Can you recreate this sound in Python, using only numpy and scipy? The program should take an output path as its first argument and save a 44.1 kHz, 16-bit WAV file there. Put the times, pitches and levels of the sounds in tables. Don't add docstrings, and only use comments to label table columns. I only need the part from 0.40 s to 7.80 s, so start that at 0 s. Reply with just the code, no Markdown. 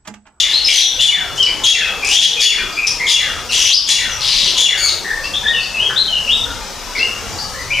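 import sys
import numpy as np
from scipy import signal
from scipy.fft import rfft, irfft, next_fast_len
from scipy.io import wavfile
from scipy.ndimage import uniform_filter1d, minimum_filter1d, map_coordinates

SR = 44100
rng = np.random.default_rng(int(sys.argv[2]) if len(sys.argv) > 2 else 0)


def file_out(sig):
    cols = np.atleast_2d(sig).T
    lim = np.clip(cols, -1, 1)
    pcm = np.round(lim * 32767).astype(np.int16)
    wavfile.write(sys.argv[1], SR, pcm)


N = 326340
LEAD = SR // 4
TOP_HZ = 15300


def amp(db):
    return 10 ** (np.asarray(db) / 20)


def unit(x):
    return x / np.sqrt(np.mean(x ** 2) + 1e-20)


def along(points, hz):
    f, v = np.transpose(points)
    return np.interp(np.log(hz + 1), np.log(f + 1), v)


def curves(rows):
    s, *columns = np.transpose(rows)
    times = np.arange(s[0], s[-1], 1 / SR)
    return [np.interp(times, s, column) for column in columns]


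def wobble(rate, size):
    knots = rng.standard_normal(size // 4 + 8)
    return map_coordinates(knots, [np.arange(size) * rate / SR], mode="mirror")


def filtered(x, response):
    n = x.shape[-1]
    m = next_fast_len(n + 4096)
    return irfft(rfft(x, m) * response(np.fft.rfftfreq(m, 1 / SR)), m)[..., :n]


def stereo(pair, alike):
    def mid_side_gains(hz):
        turn = np.arccos(np.clip(along(alike, hz), -1, 1)) / 2
        return np.array([np.cos(turn), np.sin(turn)])

    mid, side = filtered(pair, mid_side_gains)
    return np.array([mid + side, mid - side])


def gate(size, edge):
    t = np.arange(size) / SR
    return np.sin(np.pi / 2 * np.clip(np.minimum(t, t[::-1]) / edge, 0, 1)) ** 2


def add(track, s, sound):
    part = track[max(0, round(s * SR) + LEAD):][:len(sound)]
    part += sound[:len(part)]


def background(patchy_db=3.5, drift_db=0.71):
    # frequency in Hz, relative level of the rush in dB per Hz.
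    rush_colour = [(15, -36), (25, 1.5), (181, -9.5), (344, -11), (438, -8.5), (978, -9.5), (1810, -14),
                   (2020, -14), (2430, -16), (2700, -17), (3260, -15), (3830, -16), (5720, -12),
                   (9520, -26), (15000, -31)]
    # frequency in Hz, left-right likeness from 0 to 1.
    rush_alike = [(60, 0.62), (150, 0.14), (380, 0.66), (940, 0.9), (2360, 0.86), (5900, 0.74),
                  (14800, 0.28)]
    # time in seconds, rms level in dB at the microphone before drift and gain control.
    rush_level = [(0, -30), (3, -28.5), (5.4, -28), (6.3, -28.5), (7, -26), (7.4, -28)]
    z = signal.stft(rng.standard_normal((2, N)), nperseg=2048)[2]
    patches = uniform_filter1d(rng.standard_normal(z.shape[1:]), size=4, axis=0)
    patches = uniform_filter1d(patches, size=8, axis=1)
    pair = signal.istft(z * amp(patchy_db * unit(patches)), nperseg=2048)[1][:, :N]
    rush = unit(filtered(stereo(pair, rush_alike), lambda hz: amp(along(rush_colour, hz))))
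    level_db = np.interp(np.arange(N) / SR, *np.transpose(rush_level))
    return rush * amp(level_db + drift_db * wobble(4.91, N))


def harmonics(overtone_db):
    overtone_steps = [0, -15.5, -33]
    return [0] + [overtone_db + step_db for step_db in overtone_steps]


def syrinx(pitch, rough, partials, flutter=0.0905, flutter_rate=750, shimmer_db=8, shimmer_rate=280, waver=0.0064):
    n, rough = len(pitch), np.clip(rough, 0, 1)
    hz = pitch * (1 + waver * wobble(166.5, n) + flutter * rough * wobble(flutter_rate, n))
    phase = 2 * np.pi * np.cumsum(hz) / SR
    tone = sum(amp(db) * (k * pitch < TOP_HZ) * np.sin(k * phase) for k, db in enumerate(partials, 1))
    pulses = amp(shimmer_db * rough * np.tanh(wobble(shimmer_rate, n)))
    return unit(tone * pulses) * gate(n, edge=.007)


def rasp(length, centre_hz, width, slap_rate=170, slap_db=12, leap=.3, leap_rate=230, air_db=-5):
    # frequency in Hz, gain of the throat in dB.
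    throat_gain = [(1000, -54), (1800, -2), (2400, 1), (3400, 2), (4300, -8), (5800, -4), (7000, -7),
                   (8400, -11), (10000, -6), (11500, -17), (13500, -14), (15500, -50)]
    n = int(length * SR)
    leaps = wobble(leap_rate, n)
    pitch = centre_hz * 2 ** (leap * width * (leaps - leaps.mean()))
    squeal = np.sin(2 * np.pi * np.cumsum(pitch) / SR)

    def throat_and_beak(hz):
        beak = 1 / (1 + (np.log2((hz + 1) / centre_hz) / width) ** 2)
        return amp(along(throat_gain, hz)) * beak

    air = unit(filtered(rng.standard_normal(n), throat_and_beak))
    voice = unit(filtered(squeal, throat_and_beak)) + amp(air_db) * air
    slaps = amp(slap_db * np.tanh(wobble(slap_rate, n)))
    return unit(voice * slaps) * gate(n, edge=min(.026, length / 2.5))


def build_up(burst, depth_db):
    rising = np.clip(1 - np.linspace(0, 1, len(burst)) / 0.39, 0, 1)
    return amp(-depth_db * rising) * burst


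def tchews(brighter_db_per_octave=3, attack_after_s=0.0018):
    # start in seconds, level in dB, pitch factor, overtone level in dB, harsh attack level in dB,
    # level change over the whole syllable in dB, roughness factor.
    tchew_rows = [(-.085, 4.5, 1.01, -11.5, -7, -46, 1.43), (.588, -1, 1.016, -13.5, -6.5, -15, 0.66),
                  (1.234, 0.5, 0.97, -8.5, -5.5, -13, 1.15), (1.992, -2.5, .99, -9.5, -4, -11.5, 1.12),
                  (2.662, -3, 1.0, -10, -5, -7, 1.23), (3.463, -5.5, .995, -7, -6, -5.5, 1.12),
                  (4.163, -2.5, 1.003, -9.5, -6.5, -9.5, 1.13)]
    syllable_s, hold_s, step_s, fall_s = 0.36, .092, .024, .088
    hold_hz, step_hz, break_hz, slack_hz = 3420, 2840, 2403, 1154
    rise_s, rise_db = 0.04, 13
    release_s, release_db, fade_db_per_octave = 0.022, 5.5, 16
    onset_rough, clears_s, hold_rough, fall_rough = 0.69, .024, .2, 0.694

    track = np.zeros(LEAD + N)
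    t = np.arange(int(syllable_s * SR)) / SR
    before_fall = t < hold_s + step_s
    tension = np.exp(-np.maximum(t - hold_s - step_s, 0) / fall_s)
    falling_hz = slack_hz + (break_hz - slack_hz) * tension
    pitch = np.select([t < hold_s, before_fall], [hold_hz, step_hz], falling_hz)
    fallen_octaves = np.log2(hold_hz / pitch)
    swell_in_db = rise_db * np.clip(1 - t / rise_s, 0, 1)
    let_go_db = release_db * np.clip(1 - (syllable_s - t) / release_s, 0, 1)
    level = -fade_db_per_octave * fallen_octaves - swell_in_db - let_go_db
    rough = np.where(before_fall, hold_rough + onset_rough * np.exp(-t / clears_s), fall_rough)
    for s, db, factor, overtone_db, attack_db, tail_db, hoarse in tchew_rows:
        partials = harmonics(overtone_db + brighter_db_per_octave * fallen_octaves)
        tone = syrinx(factor * pitch, hoarse * rough, partials)
        add(track, s, amp(db + level + tail_db * t / syllable_s) * tone)
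        harsh = rasp(length=0.075, centre_hz=4997, width=1.4, slap_rate=265, leap_rate=300)
        add(track, s + attack_after_s, amp(attack_db) * build_up(harsh, depth_db=9))
    return track


def rasps():
    # start in seconds, length in seconds, centre in Hz, width in octaves from the centre to half
    # the beak's gain, level in dB, grain rate in random knots per second.
    rasp_rows = [ (-.02, 0.046, 3900, .98, -8, 250), (0.061, 0.15, 4000, 0.884, -17, 450),
                 (0.249, .195, 4675, 1.4, -7.5, 300), (0.951, 0.05, 5890, 0.82, -22.5, 440),
                 (1.025, 0.0092, 5360, 0.47, -8, 760), (1.035, 0.044, 4600, .21, -19.5, 420),
                 (1.628, 0.15, 5340, 1.3, -15, 340), (1.742, .034, 5630, 2.16, -3, 260),
                 (1.802, 0.053, 4700, 1.2, -3, 340), (2.467, 0.013, 5275, 0.5, -5, 900),
                 (3.09, .235, 5000, 1.39, -12.5, 400), (3.791, .335, 4430, 0.79, -11.5, 800),
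                 (4.472, .04, 4500, .67, -11.5, 570), (4.823, 0.049, 4680, 0.38, -23, 420),
                 (5.19, 0.071, 4570, 0.18, -23, 500), (6.547, 0.069, 4600, 0.38, -21, 500)]
    track = np.zeros(LEAD + N)
    for s, length, centre_hz, width, db, grain_rate in rasp_rows:
        burst = rasp(length, centre_hz, width, slap_rate=grain_rate, leap_rate=grain_rate)
        add(track, s, amp(db) * build_up(burst, depth_db=6.5))
    return track


def slide(length, start_hz, end_hz):
    u = np.linspace(0, 1, int(length * SR))
    return u, end_hz + (start_hz - end_hz) * (1 - u) ** 1.9


def whistles():
    # start in seconds, length in seconds, start pitch in Hz, end pitch in Hz,
    # level at the mean pitch in dB, roughness (limited to 0-1).
    whistle_rows = [ (0.13, 0.046, 3860, 4220, -7.5, 0.3), (.24, 0.044, 5010, 5240, -9.5, 0.33),
                    (0.295, .06, 3590, 2880, -13.5, 0.7), (0.415, .048, 4204, 3200, -6, 0.37),
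                    (0.586, 0.049, 2680, 3130, -12.5, 0.2), (0.973, 0.0263, 2825, 3185, -15.5, 0.17),
                    (0.995, 0.051, 3250, 2960, -9, 0.14), (1.057, 0.046, 2860, 2200, -22.5, 1.06),
                    (1.412, 0.051, 2550, 2600, -15.5, 0.3), (1.961, 0.047, 2493, 2480, -19, 0.23),
                    (2.183, .04, 2410, 2430, -19, 0), (2.32, 0.036, 4750, 4830, -27.5, 0.3),
                    (2.366, 0.038, 2324, 2520, -15, 0.36), (2.413, 0.042, 2358, 2490, -15.5, 0.42),
                    (2.596, 0.063, 2068, 2178, -16, 0.42), (4.642, 0.076, 1780, 1780, -22.5, 0.7),
                    (4.7, 0.027, 1756, 1815, -14, 0.3), (4.834, 0.037, 2534, 2736, -22, .1),
                    (4.934, 0.037, 3274, 3620, -13, 0.33), (5.03, 0.044, 1624, 1813, -19, 0.34),
                    (5.069, 0.0375, 1833, 1848, -15.5, 0.01), (5.064, 0.034, 3205, 3697, -11.5, .1),
                    (5.129, 0.097, 3070, 2583, -18.5, 0.16), (5.339, .055, 2710, 2560, -19.5, 0.26),
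                    (5.381, 0.078, 2683, 3277, -14, 0.02), (5.494, .05, 1878, 1425, -21.5, 0.97),
                    (5.556, 0.053, 3280, 4210, -9.5, 0.24), (5.675, .125, 3185, 2830, -17, 0.05),
                    (5.873, 0.032, 2580, 2942, -12.5, 0.29), (5.901, .05, 2974, 3754, -9, 0.14),
                    (6.055, 0.075, 1492, 1400, -27, 0.53), (6.548, 0.04, 2360, 2090, -18, 0.37),
                    (6.59, 0.064, 2553, 2843, -14.5, 0.08), (6.979, 0.041, 4520, 4800, -21.5, 0.42),
                    (7.135, 0.089, 1714, 2026, -31, 0.26), (7.3, 0.03, 2150, 2515, -14.5, 0.25),
                    (7.329, 0.031, 2880, 3090, -16, 0), (7.346, 0.065, 2456, 2306, -16, 0.5)]
    effort_db_per_octave, purer_db_per_octave = 15, 8.5
    track = np.zeros(LEAD + N)
    for s, length, start_hz, end_hz, db, rough in whistle_rows:
        _, pitch = slide(length, start_hz, end_hz)
        level = db + effort_db_per_octave * np.log2(pitch / pitch.mean())
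        overtone_db = -25 - purer_db_per_octave * np.log2(pitch / 2600)
        add(track, s, amp(level) * syrinx(pitch, rough, harmonics(overtone_db)))
    return track


def tsips():
    # start in seconds, landing pitch in Hz, final level in dB.
    tsip_rows = [(.283, 5720, -18), (0.336, 5700, -7), (.41, 5830, -12), (1.686, 5640, -19),
                 (1.821, 5600, -18), (2.458, 4770, -29), (3.151, 5480, -24), (3.207, 5750, -10.5),
                 (3.278, 5750, -11.5), (3.683, 5680, -22)]
    length_s, drop_ratio, swell_db = 0.082, 1.17, 7
    track = np.zeros(LEAD + N)
    for s, hz, db in tsip_rows:
        u, pitch = slide(length_s, drop_ratio * hz, hz)
        tone = syrinx(pitch, rough=0.086, partials=harmonics(overtone_db=-25))
        add(track, s, amp(db + swell_db * (u - 1.0)) * tone)
    return track


def swoops():
    # time in seconds, pitch in Hz, level in dB,
    # roughness (limited to 0-1), overtone level in dB.
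    swoop_rows = [
        [(1.62, 2398, -14, 0.36, -23), (1.685, 2583, -18.5, 0.53, -22), (1.74, 3223, -14, 0.72, -6),
         (1.785, 3413, -2.5, 0.54, -14), (1.81, 3584, -20, 0.54, -12), (1.84, 3313, -1, 0.1, -12),
         (1.872, 3255, -10, 0.21, -24)],
        [(3.088, 2800, -18, 0.16, -6), (3.125, 2861, -19, 1.1, -5.5), (3.245, 3312, -11.5, .97, -10),
         (3.262, 3013, -12, .96, -4), (3.315, 3320, -5.5, 0.84, -15), (3.336, 4340, 1.5, 0.66, -22),
         (3.35, 5190, 7, .4, -35), (3.37, 5900, -25, 0.1, -28)],
    ]
    track = np.zeros(LEAD + N)
    for swoop in swoop_rows:
        pitch, level, rough, overtone_db = curves(swoop)
        add(track, swoop[0][0], amp(level) * syrinx(pitch, rough, harmonics(overtone_db)))
    return track


def nasal_mew():
    # time in seconds, pitch in Hz, level in dB.
    mew_rows = [(4.372, 2330, -18), (4.411, 2278, -14.5), (4.451, 2226, -11.5), (4.481, 2182, -14),
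                (4.505, 2080, -24)]
    mew_partials = [-13, 0, -3, -14.5, -26, -24]
    track = np.zeros(LEAD + N)
    pitch, level = curves(mew_rows)
    add(track, mew_rows[0][0], amp(level) * syrinx(pitch, rough=0.342, partials=mew_partials))
    return track


def song():
    return tchews() + rasps() + whistles() + tsips() + swoops() + nasal_mew()


def aviary(x, direct_db=-5, echo_db=-1, early_db=3, early_s=0.0089, first_s=0.0039):
    # frequency in Hz, time to ring down by 60 dB in seconds.
    ring_time = [(1000, 0.52), (3000, 0.55), (6000, 0.41), (10000, 0.45), (15000, 0.57)]
    # frequency in Hz, left-right likeness of the echo from 0 to 1.
    echo_alike = [(1500, 0.97), (3000, 0.96), (5000, 0.83), (9000, 0.56), (13000, 0.31)]
    hz, t, z = signal.stft(rng.standard_normal((2, SR)), SR, nperseg=256)
    decay = amp(-60 * t / along(ring_time, hz)[:, None])
    tail = signal.istft(z * decay, SR, nperseg=256)[1]
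    t = np.arange(tail.shape[1]) / SR
    near_walls = amp(early_db * np.exp(-t / early_s))
    arrival = 1 - np.exp(-(t / first_s) ** 2)
    tail = stereo(tail * near_walls * arrival, echo_alike)
    echo = signal.fftconvolve(x[None], tail / np.linalg.norm(tail[0]), axes=1)[:, :len(x)]
    return (amp(direct_db) * x + amp(echo_db) * echo)[:, LEAD:]


def scene():
    # frequency in Hz, left minus right in dB.
    left_lean = [(60, 4.5), (110, -5), (200, -1.5), (380, 0.5), (690, 2.0), (1280, 2), (2360, 2.5),
                 (4340, 6), (8010, 3.5), (14800, -1)]
    halves = np.array([[.5], [-.5]])
    return filtered(aviary(song()) + background(), lambda hz: amp(along(left_lean, hz) * halves))


def gain_control(x, threshold_db=-13, share=0.77, attack_s=0.036, release_db_per_s=65,
                 treble_db_per_octave=3, pivot_hz=3300):
    t = np.arange(N) / SR
    sensed = filtered(x.mean(axis=0), lambda hz: amp(treble_db_per_octave * np.log2((hz + 1) / pivot_hz)))
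    keep = np.exp(-1 / (attack_s * SR))
    power = signal.lfilter([1 - keep], [1, -keep], sensed ** 2)
    over_db = share * np.maximum(10 * np.log10(power + 1e-12) - threshold_db, 0)
    recovery_db = release_db_per_s * t
    return x * amp(recovery_db - np.maximum.accumulate(over_db + recovery_db))


def record(dry, hold=0.0062):
    levelled = gain_control(dry)
    needed = np.minimum(1, 1 / (np.abs(levelled).max(axis=0) + 1e-9))
    held = minimum_filter1d(needed, size=int(hold * SR) + 1)
    gain = uniform_filter1d(held, size=int(hold * SR / 2) + 1)
    return filtered(levelled * gain, lambda hz: hz < TOP_HZ)


dry = scene()
out = record(dry)
file_out(out)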